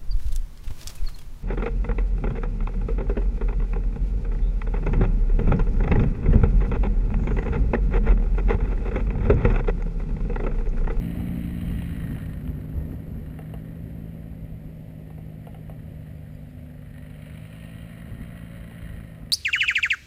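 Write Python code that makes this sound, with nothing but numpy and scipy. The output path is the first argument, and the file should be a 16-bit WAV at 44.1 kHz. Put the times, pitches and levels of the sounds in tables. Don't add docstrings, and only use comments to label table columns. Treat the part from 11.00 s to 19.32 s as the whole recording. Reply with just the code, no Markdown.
import sys
import numpy as np
from scipy import signal
from scipy.fft import rfft, irfft
from scipy.io import wavfile
from scipy.ndimage import uniform_filter1d

SR = 44100
rng = np.random.default_rng(int(sys.argv[2]) if len(sys.argv) > 2 else 0)


def dump_mix(stems):
    frames = np.atleast_2d(stems).T
    limited = np.clip(frames, -1, 1)
    pcm = np.round(limited * 32767).astype(np.int16)
    wavfile.write(sys.argv[1], SR, pcm)


N = 366912
T = np.arange(N) / SR
CRUISE_RPS = 53

# (time [s], level [dB], relative ring [dB], crack re thud [dB])
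GROUND_BUMPS = [(0.2, -40, -8, -13), (0.821, -39.5, -22, 1), (1.165, -40, -15, -4), (1.477, -44, -12, 1),
                (2.39, -33.5, -11, -17), (2.539, -33, -12, -12), (4.104, -43.5, -11, -11),
                (4.181, -45, -9, -23), (4.47, -37.5, -9, -11), (4.546, -38, -12.5, -15),
                (4.697, -35.5, -12, -13), (7.714, -39, -18, -18)]


def gain_of(db):
    return 10 ** (np.asarray(db) / 20)


def unit_rms(x):
    return x / np.sqrt(np.mean(x ** 2) + 1e-20)


def curve(rows):
    return np.interp(T, *np.transpose(rows))


def wander(hz):
    bin_hz = np.arange(1025) * SR / (2 * N)
    slow = irfft(rfft(rng.standard_normal(2048)) / (1 + (bin_hz / hz) ** 4))[:1024]
    return np.interp(T, np.linspace(0, T[-1], 1024), unit_rms(slow))


def colour(x, spectrum):
    hz, db = np.transpose(spectrum)
    bin_hz = abs(np.fft.fftfreq(8192, 1 / SR))
    log_gain = np.log(gain_of(np.interp(np.log(bin_hz + 1), np.log(hz), db)))
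    taps = np.fft.ifft(np.exp(signal.hilbert(log_gain).conj())).real[:4096]
    return signal.oaconvolve(x, taps)[:len(x)]


def resonate(x, hz, width_hz):
    carrier = np.exp(2j * np.pi * np.cumsum(hz * np.ones(len(x))) / SR)
    pole = np.exp(-np.pi * width_hz / SR)
    return 2 * (carrier * signal.lfilter([1 - pole], [1, -pole], x / carrier)).real


def add(mix, start_s, sound):
    part = mix[max(round(start_s * SR), 0):][:len(sound)]
    part += sound[:len(part)]


def tone(turns, db, waver_db, drift_rad):
    amplitude = np.sqrt(2) * gain_of(db + waver_db * wander(3.9))
    return amplitude * np.sin(2 * np.pi * turns + drift_rad * wander(1.4))


def engine(turns, rps):
    # (time [s], level [dB])
    drone_levels = [(0, -31.5), (.35, -32), (1.3, -37.5), (1.7, -37), (2.05, -41.5), (2.55, -38),
                    (3.6, -42), (4.9, -41), (5.9, -45.5), (6.3, -42.5), (8.32, -45.5)]
    # (multiple, cruise level [dB], share of swell, speed slope [dB per rev/s])
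    drone_orders = [(3, -41, 0.94, 0), (4, -52, 0.81, 1.14), (5, -54.5, 1.35, 0)]
    weak_orders = [(1, -53.5, 0.31, 1), (1.5, -53, 0.7, -2.5), (2, -48.5, 0.3, 0.93),
                   (2.5, -68.5, 0.33, 2.5), (3.5, -63.5, 0.53, -4), (4.5, -64, 0.49, 1.5),
                   (6, -69.5, 1.2, -0.5), (7, -83, 1.8, -3.4), (8, -80.5, 0.88, -1.5),
                   (9, -72.5, 0.42, 0.6), (10, -78, 0.16, 0.6), (11, -75.5, 0.27, -3)]
    blade_orders = [(1, -53.5, 0, 1.5), (2, -47.5, 0.89, 0), (3, -66, 0.83, 0), (4, -57, 0.74, -0.5),
                    (6, -69, 0.07, 0.8), (7, -87, 1.2, -5), (8, -69, 0.3, 0.5), (9, -65, 0, 0.5),
                    (10, -69, 0.12, 1.8), (12, -90.5, 0.69, 3.5)]
    cruise_db, blades_per_rev = -41, 12 / 11
    boom_hz, boom_width_hz, boom_db = 248, 10, 11
    swell_db = curve(drone_levels) - cruise_db

    def levels(orders):
        return [(k, db + share * swell_db + slope * (rps - CRUISE_RPS)) for k, db, share, slope in orders]

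    out = np.zeros(N)
    for k, db in levels(drone_orders):
        lift_db = boom_db / (1 + (2 * (k * rps - boom_hz) / boom_width_hz) ** 2)
        out += tone(k * turns, db + lift_db, waver_db=.6, drift_rad=.05)
    for k, db in levels(weak_orders):
        out += tone(k * turns, db, waver_db=1.3, drift_rad=.2)
    for k, db in levels(blade_orders):
        out += tone(k * blades_per_rev * turns, db, waver_db=1.6, drift_rad=.25)
    return out


def gearbox(turns, teeth=12):
    # (time [s], level [dB])
    whine_levels = [(0, -68), (1.5, -71), (3, -75), (3.8, -66), (4.8, -68), (5.7, -68), (6.5, -64),
                    (7.4, -64.5), (8.32, -68)]
    singing_levels = [(0, -75), (1.5, -80), (5.6, -83), (6.5, -75), (7.3, -69), (8.32, -73)]
    # (crank multiple, relative level [dB])
    partials = [(14.18, -8), (15.27, -9), (16.36, -9), (18.55, -4), (19.64, -5), (23, -6), (24, 0),
                (25.09, -7), (26.18, -8), (27.27, -8)]
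    whine = tone(teeth * turns, curve(whine_levels), waver_db=1.3, drift_rad=.25)
    singing_db = curve(singing_levels)
    return whine + sum(tone(k * turns, singing_db + db, waver_db=-1, drift_rad=.33) for k, db in partials)


def prop_wash(turns):
    # (frequency [Hz], relative density [dB])
    spectrum = [(60, -19), (250, 9), (320, -12.5), (420, -3.5), (580, 4.5), (680, 0.5), (800, -7.5),
                (1050, -21.5), (1650, -15.5), (2000, -9.5), (3000, -16.5), (3500, -22), (4600, -24.5),
                (6000, -29)]
    throb = 1 + .13 * np.cos(2 * np.pi * turns)
    air = unit_rms(colour(rng.standard_normal(N) * throb, spectrum))
    return air * gain_of(-55.5 + .79 * wander(1.4))


def chatter(turns, place_rev, scatter_rev, spread_db, limp_db, decay_s=.005):
    revs = np.arange(int(turns[-1]))
    lateness, strength = rng.standard_normal((len(revs), 2)).T
    hits = np.searchsorted(turns, revs + place_rev + scatter_rev * lateness).clip(0, N - 1)
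    blows = np.zeros(N)
    blows[hits] = gain_of(spread_db * strength.clip(-2, 2) + limp_db[hits] * (revs % 2 - .5))
    return unit_rms(signal.lfilter([1], [1, -np.exp(-1 / (decay_s * SR))], blows))


def scrape(turns, repeat_share):
    cycle = unit_rms(np.interp(turns % 1, np.linspace(0, 1, 800), rng.standard_normal(800)))
    return np.sqrt(repeat_share) * cycle + np.sqrt(1 - repeat_share) * rng.standard_normal(N)


def shaking():
    # (time [s], level before trim [dB])
    shake_levels = [(0, -52.5), (.3, -53), (.85, -50.5), (1.25, -53), (1.42, -59), (2.1, -63), (2.42, -59),
                    (2.75, -62), (3.8, -65.5), (5.1, -62.5), (5.65, -65), (6.25, -55), (6.7, -53),
                    (6.9, -55.5), (7.85, -53), (8.32, -63.5)]
    trim_db, jolt_re_bump_db, jolt_decay_s = 1, -24.5, .016
    vibration = gain_of(curve(shake_levels) + trim_db + .43 * wander(16))
    jolts = sum(gain_of(db + jolt_re_bump_db) * (T > s) * np.exp(-abs(T - s) / jolt_decay_s)
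                for s, db, *_ in GROUND_BUMPS)
    return np.hypot(vibration, jolts)


def frame_rattle(turns, rps):
    # (frequency [Hz], relative density [dB])
    spectrum = [(300, -7.5), (700, -6), (1000, -3), (1400, 1.5), (1750, -0.5), (2150, 0.5), (2650, -5),
                (3050, -2), (3500, -12.5), (4000, -4), (4600, -19), (6000, -31.5)]
    # (time [s], centre [Hz])
    bright_band = [(0, 2170), (.8, 2400), (1.25, 1500), (2.3, 1550), (4, 2160), (5.8, 1570), (6.25, 2360),
                   (6.75, 2680), (7.05, 1940)]
    # (frequency [Hz], width [Hz], gain [dB])
    tube_modes = [(1842, 11, 10), (1929, 18, 5), (2840, 60, 2), (3147, 18, 5)]
    rattle_offset_db, floor_db = -65.5, -79

    extra_rps = rps - CRUISE_RPS
    slowing_rps_per_s = np.clip(-uniform_filter1d(np.gradient(rps) * SR, size=SR // 3), 0, 5)
    limp_db = np.maximum(3.5 - .8 * extra_rps + .5 * slowing_rps_per_s, 0)
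    rasp = gain_of(.4 * extra_rps - .15 * slowing_rps_per_s)
    strike = chatter(turns, place_rev=.33, scatter_rev=.02, spread_db=2, limp_db=limp_db)
    rebound = chatter(turns, place_rev=.7, scatter_rev=.12, spread_db=2.5, limp_db=limp_db)
    contact = (strike + rasp * (.4 * rebound + .55)) / np.sqrt(1 + rasp + rasp ** 2)

    roughness = scrape(turns, repeat_share=np.clip(.22 * rasp ** 2, 0, 1))
    grit = colour(roughness * contact, spectrum)
    grit = grit + 1.62 * resonate(grit, curve(bright_band), width_hz=800)
    ring = sum(gain_of(db) * resonate(grit, hz, width_hz) for hz, width_hz, db in tube_modes)
    power = np.maximum(shaking() ** 2 - gain_of(rattle_offset_db) ** 2, gain_of(floor_db) ** 2)
    return unit_rms(grit + ring) * np.sqrt(power)


def wind():
    # (time [s], level [dB])
    rumble_levels = [(0, -32.5), (1.3, -33.5), (2.1, -36), (2.55, -41), (3.3, -40), (4.2, -44), (5.1, -44),
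                     (5.6, -47), (6.7, -47), (7.4, -42.5), (8.32, -43)]
    tear_levels = [(0, -43.5), (.6, -53.5), (1.3, -50.5), (1.9, -48.5), (2.25, -52.5), (2.9, -52),
                   (3.6, -55), (4.9, -58), (5.8, -73), (6.7, -80), (7.2, -67), (8.32, -59)]
    # (frequency [Hz], relative density [dB])
    rumble_spectrum = [(10, -20.5), (25, -7), (45, 0), (70, 0.5), (120, -6.5), (180, -9), (250, -11.5),
                       (330, -24.5), (450, -27.5), (700, -41.5), (1100, -43), (3000, -65)]
    tear_spectrum = [(80, -16.5), (200, 1.5), (370, 0), (450, -4), (700, -11), (950, -20.5), (1500, -30),
                     (3000, -40.5)]
    # (middle [s], length [s], rumble rise [dB])
    gusts = [(0.255, .2, 3), (0.717, 0.25, 8), (1.103, 0.29, 5.5), (1.53, 0.12, 4.5), (1.796, 0.17, 6.5),
             (1.91, 0.13, 3), (2.196, .2, 3.5), (2.9, 0.34, 2), (3.67, 0.16, 4), (7.096, 0.18, 10.5),
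             (7.215, 0.11, 6.5), (7.85, .16, 4), (7.976, .14, 6)]
    gust_db = sum(db * np.cos(np.pi * np.clip((T - middle_s) / length_s, -.5, .5)) ** 2
                  for middle_s, length_s, db in gusts)
    rumble = unit_rms(colour(rng.standard_normal(N), rumble_spectrum))
    rumble *= gain_of(curve(rumble_levels) + gust_db + 1.9 * wander(17))
    tear = unit_rms(colour(rng.standard_normal(N), tear_spectrum))
    tear *= gain_of(curve(tear_levels) + .58 * gust_db + 2.3 * wander(28))
    return rumble + tear


def knocks():
    # (frequency [Hz], relative density [dB])
    thud_spectrum = [(200, -25), (450, 10), (750, 11.5), (1200, -6), (2200, -10), (3000, -20), (3800, -30),
                     (6000, -39)]
    crack_spectrum = [(300, -16), (900, -1), (1400, 0), (2200, -3), (3000, -1), (3600, -14), (4400, -24),
                      (6000, -36)]
    # (nominal frequency [Hz], relative level [dB], t60 [s])
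    mount_modes = [(475, 8, 0.061), (692, 2.5, 0.14), (770, -1.5, 0.095), (830, -4, 0.2),
                   (1102, -13.5, 0.15), (1360, -6.5, 0.079), (1850, -18, .06), (2890, -7, 0.058)]
    out = np.zeros(N)
    t = np.arange(SR // 5) / SR
    thud_envelope = (1 - np.exp(-t / .00021)) * np.exp(-t / .0023)
    for time_s, db, ring_db, crack_db in GROUND_BUMPS:
        thud = colour(rng.standard_normal(len(t)) * thud_envelope, thud_spectrum)
        crack = colour(rng.standard_normal(len(t)) * np.exp(-t / .0024), crack_spectrum)
        blow = gain_of(-22.5) * (unit_rms(thud) + gain_of(crack_db) * unit_rms(crack))
        ring = np.zeros(len(t))
        for hz, mode_db, t60_s in mount_modes:
            phase = 2 * np.pi * hz * rng.uniform(.93, 1.015) * t + rng.uniform(0, 2 * np.pi)
            ring += gain_of(mode_db - 60 * t / t60_s) * np.sin(phase)
        ring *= 1 - np.exp(-t / .0024)
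        add(out, time_s - .001, gain_of(db) * (blow + gain_of(ring_db) * ring))
    return out


def bird():
    # (time [s], length [s], start [Hz], end [Hz], level [dB])
    chirps = [(5.14, .07, 4850, 4680, -79), (5.3, .05, 4950, 4870, -78), (5.335, .04, 4900, 4660, -71),
              (5.385, .03, 4100, 3600, -73), (5.41, .03, 3950, 4600, -78), (5.475, .06, 4850, 4780, -79)]
    out = np.zeros(N)
    for time_s, length_s, start_hz, end_hz, db in chirps:
        hz = np.linspace(start_hz, end_hz, int(length_s * SR))
        whistle = np.sqrt(2) * np.sin(2 * np.pi * np.cumsum(hz) / SR)
        add(out, time_s, gain_of(db) * np.hanning(len(hz)) * whistle)
    return out


def scene():
    # (time [s], speed [rev/s])
    crank_speed = [(0.0, 57.2), (0.35, 58.7), (0.69, 57.0), (1.18, 54.3), (1.46, 50.0), (1.99, 53.5),
                   (2.29, 50.2), (2.53, 52.7), (2.83, 55.3), (3.26, 54.3), (3.59, 52.5), (4.26, 52.4),
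                   (5.33, 50.7), (5.58, 49.6), (6.12, 50.1), (6.7, 55.0), (7.37, 56.7), (7.9, 55.3),
                   (8.23, 53.2), (8.32, 51.1)]
    rps = curve(crank_speed)
    turns = np.cumsum(rps) / SR + .004 * wander(8)
    machine = engine(turns, rps) + gearbox(turns) + prop_wash(turns) + frame_rattle(turns, rps)
    fade_out = np.clip((T[-1] - T) / .008, 0, 1)
    return fade_out * (machine + wind() + knocks() + bird())[None]


def record(dry):
    hold_hz, anti_alias_hz, edge_hz = 12000, 5900, 15330
    anti_alias = signal.firwin(129, anti_alias_hz, fs=hold_hz)
    band_limit = signal.firwin(711, edge_hz, window=("kaiser", 9), fs=SR)
    coarse = signal.resample_poly(dry, hold_hz, SR, axis=1, window=("kaiser", 6))
    coarse = signal.oaconvolve(coarse, anti_alias[None], "same")
    held = np.repeat(coarse, 4, axis=1)
    steps = signal.resample_poly(held, SR, 4 * hold_hz, axis=1)[:, :N]
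    return signal.oaconvolve(steps, band_limit[None], "same")


dry = scene()
out = record(dry)
dump_mix(out)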